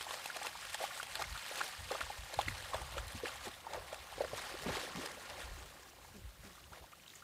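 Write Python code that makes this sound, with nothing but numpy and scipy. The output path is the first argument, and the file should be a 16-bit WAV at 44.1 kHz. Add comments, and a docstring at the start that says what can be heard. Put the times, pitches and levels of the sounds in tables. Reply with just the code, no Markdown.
"""Splashes and plops of a dog wading, then swimming, along a shallow river, heard from the grassy bank.
Each leg stroke traps air that rings as short bubbles, slaps the surface and throws spray.
Late on, farther off, come two soft grunts. Close by, a light wind buffets the microphone
and tall grass brushes near it; the open field hisses quietly behind."""
import sys
import numpy as np
from scipy import signal
from scipy.fft import rfft, irfft
from scipy.io import wavfile
from scipy.ndimage import uniform_filter1d

SR = 44100
rng = np.random.default_rng(int(sys.argv[2]) if len(sys.argv) > 2 else 0)


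def materialize(psi):
    """Save the field psi as 16-bit PCM at rate SR to the path in sys.argv[1].

    A 1-D psi becomes a single channel; in a 2-D psi each row is a channel.
    """
    bounded = np.clip(np.atleast_2d(psi).T, -1, 1)
    quanta = np.round(bounded * 32767).astype(np.int16)
    wavfile.write(sys.argv[1], SR, quanta)


N = 318843

# The dog's legs, out in the river: peak_s, spray_db, gurgle_db, rise_s, fall_s (both per 10 dB)
LEG_STROKES = [(0.02, -47, -56, .04, .03), (0.1, -47.5, -47, .06, .22), (0.26, -47, -64, .03, .08),
               (0.363, -52, -56, .02, .04), (0.46, -48, -45, .08, .05), (0.62, -50, -62, .06, .2),
               (0.747, -46, -54, .012, .015), (0.84, -46, -47, .06, .03), (1.22, -47, -44, .08, .04),
               (1.6, -45, -45, .12, .1), (1.92, -47, -46, .04, .2), (2.335, -52, -52, .04, .03),
               (2.393, -45, -42, .008, .04), (2.745, -48, -45, .03, .1), (2.92, -52, -56, .05, .05),
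               (2.98, -48, -46, .04, .07), (3.265, -48, -47, .03, .1), (3.46, -49, -49, .09, .07),
               (3.75, -53, -42, .08, .1), (3.93, -55, -54, .04, .06), (4.21, -54, -48, .04, .1),
               (4.39, -46, -48, .08, .24), (4.67, -52, -44, .05, .2), (4.765, -42.5, -49, .11, .11),
               (5.05, -46.5, -49, .17, .06), (5.41, -51, -54, .3, .1), (6.44, -61, -62, .03, .2),
               (6.73, -58, -55, .02, .14)]
# Water pushed aside between strokes as the river deepens: time_s, spray_db, gurgle_db, deep_gurgle_db
WADING = [(0, -54, -62, -9), (.55, -54, -62, -9), (0.93, -49, -55, -8), (1.1, -51, -59, -8),
          (1.5, -49, -62, -6), (2.22, -54, -58, -7), (2.62, -49.5, -53, -7), (2.88, -56, -56, -7),
          (3.17, -53, -54, -5), (3.62, -59, -60, -5), (4.1, -55, -55, -6), (4.5, -56, -53, -1),
          (4.9, -56, -51, 3), (5.5, -58, -56, 2), (6.0, -63.5, -62, 1), (6.36, -66, -67, 1),
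          (6.59, -62.5, -64, 1), (6.7, -69, -65, 1), (7.23, -64, -68, 1)]
def paddling():
    """Gains of thrown water and trapped air: leg strokes over steady wading, the air moving quicker."""
    peak_s, spray_db, gurgle_db, rise_s, fall_s = np.transpose(LEG_STROKES)
    thrown_water = np.hypot(swells(peak_s, spray_db, rise_s, fall_s), gain_of(curve(WADING, 1)))
    trapped_air = np.hypot(swells(peak_s, gurgle_db, .8 * rise_s, .8 * fall_s), gain_of(curve(WADING, 2)))
    return thrown_water, trapped_air


# The largest bubbles, heard singly from the bank: start_s, level_db, pitch_hz
PLOPS = [(0.01, -37, 3040), (0.066, -38, 796), (0.107, -38, 1010), (0.108, -37.5, 3370), (0.301, -33, 1480),
         (0.362, -37.5, 680), (0.414, -39.5, 700), (0.422, -37, 1590), (0.448, -36.5, 895),
         (0.467, -39, 2130), (0.553, -39.5, 914), (0.748, -39, 804), (0.803, -36, 650), (0.817, -36, 640),
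         (0.839, -28.5, 745), (0.866, -40, 3100), (0.906, -40.5, 1120), (0.999, -34, 1390),
         (1.194, -35, 814), (1.217, -33, 1220), (1.24, -35, 2020), (1.355, -38.5, 1300), (1.512, -39, 544),
         (1.606, -34, 1150), (1.6125, -27, 1400), (1.666, -43, 2780), (1.906, -38, 1150), (1.911, -31, 510),
         (1.947, -36, 596), (1.952, -34, 1130), (2.006, -39, 2370), (2.012, -29, 1250), (2.064, -43, 880),
         (2.1005, -35, 800), (2.335, -39, 627), (2.389, -21.5, 747), (2.412, -33, 3330), (2.461, -38, 2800),
         (2.477, -42, 290), (2.482, -28.5, 1950), (2.734, -31, 1025), (2.744, -30.5, 602),
         (2.815, -40, 795), (2.967, -38.5, 508), (2.981, -36, 1260), (2.982, -37.5, 2950),
         (3.08, -41, 4040), (3.149, -43, 230), (3.234, -33, 440), (3.2565, -28.5, 1660), (3.281, -38, 2760),
         (3.469, -39, 366), (3.472, -40, 753), (3.472, -47, 227), (3.667, -35, 845), (3.732, -37, 820),
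         (3.746, -35, 678), (3.775, -38, 522), (3.927, -36, 597), (4.125, -42.5, 800), (4.18, -39.5, 478),
         (4.206, -24.5, 537), (4.238, -32.5, 567), (4.246, -40, 1430), (4.332, -32.5, 566),
         (4.541, -41, 355), (4.66, -35, 384), (4.662, -35.5, 197), (4.665, -39, 870), (4.676, -39, 270),
         (4.69, -34, 520), (4.695, -38.5, 1020), (4.767, -37, 383), (4.834, -40, 455), (4.951, -42, 178),
         (4.968, -40, 183), (4.988, -42, 250), (5.036, -41, 470), (5.421, -44, 1760), (6.047, -50, 860),
         (6.578, -50, 1130), (6.64, -50, 2750), (6.722, -50, 880), (6.732, -45, 1320), (6.772, -48.5, 626),
         (6.84, -47, 840), (6.926, -51, 2350), (6.93, -48, 1150), (6.998, -53, 2330), (7.036, -53, 2850),
         (7.063, -48, 2880), (7.079, -45, 3660), (7.102, -48, 3640), (7.136, -49, 1880), (7.154, -46, 6700),
         (7.222, -49, 1280)]
def plops():
    """Air pockets ring, large ones for fewer cycles, and each sheds two weaker neighbours."""
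    out, chance = np.zeros(N), rng.random((len(PLOPS), 3, 4))
    for (start_s, db, hz), family in zip(PLOPS, chance):
        for k, (length, climb, detune, lag) in enumerate(family):
            is_neighbour = k > 0
            pitch_hz = hz * (1 + is_neighbour * .8 * (700 / hz) ** .4 * (detune - .35))
            cycles = (13 + 6 * length) * (pitch_hz / 700) ** .5
            ring = ringing(pitch_hz, cycles, glide=.03 + .2 * climb, rise_cycles=.6)
            delay_s = is_neighbour * (1.5 + 5 * lag) / hz
            drop_db = is_neighbour * (5.5 + 5 * length)
            add(out, start_s + delay_s, gain_of(db - drop_db) * ring)
    return out


# Colour of the small bubbles around the dog: frequency_hz, density_db
FROTH_SPECTRUM = [(76, -38), (130, -4.5), (345, 1.5), (556, 3.5), (752, 5), (1150, -1.2), (3780, -9.5),
                  (5780, -16), (9000, -18), (11700, -49)]
def froth(thrown_water, trapped_air):
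    """A swarm of small bubbles rings: low ones follow the trapped air, high ones the thrown water."""
    deep, low, high = np.zeros((3, N))
    for hz in np.geomspace(130, 8000, 70):
        per_s = 65 * (hz / 1000) ** .8  # smaller bubbles are more numerous
        births = rng.integers(0, N, rng.poisson(per_s * N / SR))
        spread_db = 3.2 + .5 * np.log2(hz / 1000)
        strengths = gain_of(spread_db * np.minimum(rng.exponential(1, len(births)), 5))
        ring = ringing(hz, cycles=rng.uniform(7.75, 21.5), glide=rng.uniform(.017, .49), rise_cycles=1.62)
        at = births[:, None] + np.arange(len(ring))
        swarm = np.bincount(at.ravel(), np.outer(strengths, ring).ravel(), N)[:N]
        voice = unit_rms(swarm) * gain_of(spectrum_db(FROTH_SPECTRUM, hz)) * np.sqrt(hz)
        high_share = np.clip(np.log2(hz / 1000) / .98, 0, 1)
        deep += voice * (hz < 440)
        low += np.sqrt(1 - high_share) * voice * (hz >= 440)
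        high += np.sqrt(high_share) * voice
    gurgle = gain_of(-3.5) * unit_rms(low) + gain_of(curve(WADING, 3) - 10) * unit_rms(deep)
    return trapped_air * gurgle + gain_of(-4.8) * thrown_water * unit_rms(high)


# Water slapping the river's surface: start_s, level_db, tilt_db_per_octave (about 4 kHz)
SLAPS = [(0.0094, -31, -4), (0.108, -34.5, -3), (0.259, -28, 1.5), (0.3685, -32, -.5), (0.4304, -32, 5),
         (0.4687, -29.5, -1.5), (0.59, -41, 3), (0.745, -29, .5), (0.828, -34, 3), (1.03, -29, .5),
         (1.1545, -26, 3), (1.222, -27.5, -.5), (1.3762, -35, .5), (1.5583, -35, 3), (1.613, -28, -2.5),
         (1.917, -32, 1.5), (2.0078, -31, -2.5), (2.3403, -30.5, .5), (2.39, -28, -2), (2.4135, -33, .5),
         (2.484, -30, -.5), (2.6244, -37, .5), (2.7434, -32, -1.5), (2.9803, -31, -2.5), (3.07, -45, 9),
         (3.081, -42, 7), (3.122, -42, 9), (3.13, -44, 9), (3.2568, -34, -1.5), (3.4573, -36, -3),
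         (3.735, -35.5, .5), (3.929, -40, .5), (3.944, -38, .5), (4.2463, -37, .5), (4.372, -38, 3),
         (4.72, -36, 3), (4.959, -36, 1.5), (5.0597, -31, 1.5), (5.4031, -38, .5)]
def slaps(droplets):
    """A sheet of water lands over a few milliseconds, then spatters."""
    out, t = np.zeros(N), np.arange(4000) / SR
    landing = t / .002
    envelope = (landing * np.exp(1 - landing)) ** 2
    envelope += .09 * (1 - np.exp(-landing)) * gain_of(-60 * t / .05)  # the spatter
    dulled = unit_rms(signal.lfilter([1], [1, -.35], droplets))
    body = gain_of(-13) * band(rng.standard_normal(N), 350, 800)
    noise = np.pad(dulled + body, (0, len(t)))
    octaves = np.log2(np.clip(np.fft.rfftfreq(len(t), 1 / SR), 1000, None) / 4000)
    for start_s, db, tilt in SLAPS:
        piece = noise[round(start_s * SR):][:len(t)]
        sheet = envelope * irfft(rfft(piece) * gain_of(tilt * octaves))
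        add(out, start_s - .0012, gain_of(db) * sheet / abs(sheet).max())
    return out


# Colour of the droplets landing around the dog: frequency_hz, density_db
SPRAY_SPECTRUM = [(180, -27), (300, -17), (553, -13.5), (757, 0.5), (2440, -0.5), (3820, 0), (5870, -7.5),
                  (8300, -6.5), (14600, -17), (15600, -28)]
def spray(thrown_water):
    """Thrown water falls back as a ticking hiss of droplets and as slapping sheets."""
    slosh = unit_rms(smooth(rng.standard_normal(N), 1200, 600))
    droplets = hiss(SPRAY_SPECTRUM, size=256, patchy_db=2.2, flicker_db=1)
    sheets = slaps(droplets)
    coarse = signal.sosfiltfilt(signal.butter(2, 5000, fs=SR, output="sos"), droplets)
    # The finest spray follows a stroke only in part, and dulls as the dog draws away.
    follow, loss_db_per_s = .85, .5
    fine_gain = (thrown_water / gain_of(-50)) ** (follow - 1)
    fine_gain *= gain_of(1.3 - loss_db_per_s * np.arange(N) / SR)
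    fine = fine_gain * (droplets - coarse) * ticks(per_s=60, spread_db=3.6, depth=.1)
    patter = (coarse + fine) * ticks(per_s=70, spread_db=3.8, depth=.24)
    return gain_of(-2.3 + 1.2 * slosh) * thrown_water * patter + sheets


# Falling hums out on the water, probably the swimming dog: start_s, length_s, pitch_hz, level_db
GRUNTS = [(6.14, .065, 240, -55), (6.43, .105, 234, -57)]
def grunts():
    """Hoarse hums with a weak overtone and a low puff of air, as through a wet nose."""
    out = np.zeros(N)
    pitch_sag, fade_db_per_s = .3, 75
    for start_s, length_s, pitch_hz, db in GRUNTS:
        t = np.arange(0, length_s, 1 / SR)
        phase = 2 * np.pi * np.cumsum(pitch_hz * (1 - pitch_sag * (t / length_s) ** .7)) / SR
        hoarseness = 1 + .28 * unit_rms(smooth(rng.standard_normal(len(t)), 250))
        hum = hoarseness * (np.sin(phase) + gain_of(-6.5) * np.sin(2 * phase))
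        puff = gain_of(-10) * band(rng.standard_normal(len(t)), 250, 600)
        envelope = np.sqrt(2) * gain_of(db - fade_db_per_s * t) * signal.windows.tukey(len(t), .3)
        add(out, start_s, envelope * (hum + puff))
    return out


# Colour of the wind right on the microphone: frequency_hz, density_db
WIND_SPECTRUM = [(12, -41), (22, -36), (46, 6.5), (70, 7), (98, 0.5), (176, -12), (265, -36), (660, -120)]
# Gusts reaching the microphone: peak_s, level_db, rise_s, fall_s (both per 10 dB)
GUSTS = [(0.68, -63, .15, .06), (1.33, -51, .14, .03), (1.81, -52, .015, .09), (2.07, -53, .05, .04),
         (2.21, -54, .02, .05), (2.39, -50, .025, .04), (2.48, -48, .04, .09), (2.64, -57, .04, .04),
         (2.79, -53, .07, .12), (3.0, -51, .12, .1), (3.18, -51, .04, .07), (3.4, -64, .1, .3),
         (3.78, -53, .04, .1), (4.02, -63, .08, .05), (4.17, -57, .05, .5), (4.72, -48, .08, .04),
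         (4.99, -59, .05, .06), (5.16, -61, .04, .12), (5.33, -59, .06, .2), (5.47, -54, .05, .17),
         (6.03, -63, .06, .06), (6.26, -55, .13, .03), (6.4, -60, .03, .14), (6.72, -56, .07, .02),
         (6.83, -53, .02, .02)]
def wind():
    """Pressure swings slowly where air breaks over the microphone port; hard gusts add a flutter."""
    rumble = hiss(WIND_SPECTRUM, size=4096, patchy_db=3.2, flicker_db=-4.8)
    swing = np.sqrt(smooth(rumble ** 2, 1500, 1500) + .024)
    rumble = unit_rms(rumble / swing ** .68)  # the gust, more than chance, sets how far the air swings
    flutter = band(rumble * abs(rumble), 90, 200)
    breeze = gain_of(-73)
    gust_db = 20 * np.log10(np.hypot(swells(*np.transpose(GUSTS)), breeze))
    return gain_of(gust_db + .9) * rumble + gain_of(3.2 * (gust_db + 49) - 63) * flutter


# Single thumps of wind on the microphone: start_s, level_db, pitch_hz
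BUFFETS = [(1.314, -40, 61.9), (1.785, -43, 75.4), (2.026, -45, 70.0), (2.069, -48, 61.9),
           (2.183, -41, 61.9), (2.372, -39, 96.9), (2.463, -38, 88.8), (2.519, -48, 105), (2.75, -39, 80.7),
           (2.813, -41, 78.1), (2.988, -36, 67.3), (3.062, -40, 86.1), (3.143, -40, 102), (4.329, -46, 124),
           (5.435, -45, 56), (5.495, -45, 48), (5.595, -49, 52), (6.239, -46, 75.4), (6.264, -44, 61.9)]
def buffets():
    """An eddy pushes or pulls the diaphragm, which swings a few times and settles."""
    out = np.zeros(N)
    for (start_s, db, hz), (side, length) in zip(BUFFETS, rng.random((len(BUFFETS), 2))):
        thump = ringing(hz, cycles=7 + 3 * length, glide=-.3, rise_cycles=.45)
        add(out, start_s, gain_of(db - 1.5) * np.sign(side - .5) * thump)
    return out


# Colour of the tall grass on the bank: frequency_hz, density_db
GRASS_SPECTRUM = [(600, -25), (1500, -1), (4000, -3), (7000, 1), (11000, -13), (15600, -11)]
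# Grass brushing near the microphone: peak_s, level_db, rise_s, fall_s (both per 10 dB)
GRASS_BRUSHES = [(5.56, -59, .05, .2), (5.89, -61, .07, .03), (6.07, -62, .05, .2), (6.43, -64, .03, .25),
                 (7.152, -59.5, .12, .11)]
def grass():
    """Stalks rub softly: a thin hiss roughened by tiny snaps."""
    rubbing = hiss(GRASS_SPECTRUM, size=256, patchy_db=2.5, flicker_db=1.5)
    snaps = ticks(per_s=72, spread_db=-3, depth=.48)
    return swells(*np.transpose(GRASS_BRUSHES)) * unit_rms(rubbing * snaps)


# Colour of the open field in the distance: frequency_hz, density_db
FIELD_SPECTRUM = [(59, -36), (100, 13.5), (412, -5), (1290, -4), (2090, -10.5), (3700, -4), (5080, -9.5),
                  (14600, -7), (15600, -9)]
def field():
    """A quiet, nearly steady hiss lies behind everything."""
    return gain_of(-65) * hiss(FIELD_SPECTRUM, size=1024, patchy_db=.6, flicker_db=.5)


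def bank_echoes(sound):
    """The water surface and the banks return a short scatter of echoes."""
    t = np.arange(3000) / SR
    taps = rng.choice([-1., 1.], len(t)) * (rng.random(len(t)) < .15)
    taps *= gain_of(-60 * t / .031) * (t > .003)
    return signal.oaconvolve(sound, taps / np.linalg.norm(taps))[:N]


def ringing(hz, cycles, glide, rise_cycles):
    """A sine that dies by 60 dB over `cycles`; positive glide lifts it like a bubble near the surface."""
    turns = np.arange(int(SR * cycles / hz)) * hz / SR
    envelope = (1 - np.exp(-turns / rise_cycles)) ** 2 * gain_of(-60 * turns / cycles)
    return envelope / envelope.max() * np.sin(2 * np.pi * turns * (1 + glide * turns / cycles))


def hiss(spectrum, size, patchy_db, flicker_db):
    """Coloured noise with drifting patches and a flicker shared by all frequencies."""
    frames, hz = 4 * N // size + 5, np.fft.rfftfreq(size, 1 / SR)
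    real, imag, patches = rng.standard_normal((frames, len(hz), 3)).T
    patches = unit_rms(smooth(uniform_filter1d(patches, size // 40, axis=0), 12))
    flicker = unit_rms(smooth(rng.standard_normal(frames), 8))
    db = spectrum_db(spectrum, hz)[:, None] + patchy_db * patches + flicker_db * flicker
    _, noise = signal.istft((real + 1j * imag) * gain_of(db), nperseg=size, noverlap=3 * size // 4)
    return unit_rms(noise[:N])


def ticks(per_s, spread_db, depth):
    """A factor of about one that jumps up for a millisecond at random moments."""
    heights = gain_of(spread_db * np.minimum(rng.exponential(1, N), 4))
    jumps = heights * (rng.random(N) < per_s / SR)
    return 1 + depth * unit_rms(signal.filtfilt([1], [1, -.965], jumps))


def swells(peak_s, db, rise_s, fall_s):
    """Joint gain of events that each climb 10 dB per rise_s, peak, and lose 10 dB per fall_s."""
    t = np.arange(N // 32 + 2) * 32 / SR
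    power = np.zeros(len(t))
    for s, top, rise, fall in zip(peak_s, db, rise_s, fall_s):
        power += gain_of(2 * top - 20 * np.maximum((s - t) / rise, (t - s) / fall))
    return np.sqrt(np.interp(np.arange(N) / SR, t, power))


def band(x, low_hz, high_hz):
    """One band of a sound, at rms 1."""
    return unit_rms(signal.sosfilt(signal.butter(2, [low_hz, high_hz], "band", fs=SR, output="sos"), x))


def smooth(x, *sizes):
    """Moving averages, one after another."""
    for size in sizes:
        x = uniform_filter1d(x, size)
    return x


def gain_of(db):
    """Decibels to a factor."""
    return 10 ** (np.asarray(db) / 20)


def unit_rms(x):
    """Scales to rms 1."""
    return x / np.sqrt(np.mean(x ** 2) + 1e-20)


def spectrum_db(spectrum, hz):
    """A spectrum's level at the given frequencies."""
    points_hz, db = np.transpose(spectrum)
    return np.interp(np.log(hz + 1), np.log(points_hz + 1), db)


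def curve(rows, column):
    """One column of a timed table at every sample."""
    rows = np.asarray(rows)
    return np.interp(np.arange(N) / SR, rows[:, 0], rows[:, column])


def add(mix, start_s, sound):
    """Mixes a sound in at a time."""
    part = mix[round(start_s * SR):][:len(sound)]
    part += sound[:len(part)]


def scene():
    """From the bank: the dog in the river, its echoes, the field behind, grass and wind up close."""
    thrown_water, trapped_air = paddling()
    dog = plops() + froth(thrown_water, trapped_air) + spray(thrown_water) + grunts()
    return (dog + field() + gain_of(-16) * bank_echoes(dog) + grass() + wind() + buffets())[None]


def record(dry):
    """One microphone on the bank, into a recorder that cuts the highest treble."""
    lowpass = signal.firwin(511, cutoff=15640, window=("kaiser", 9), fs=SR)
    return signal.oaconvolve(dry, lowpass[None], "same")


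dry = scene()
out = record(dry)
materialize(out)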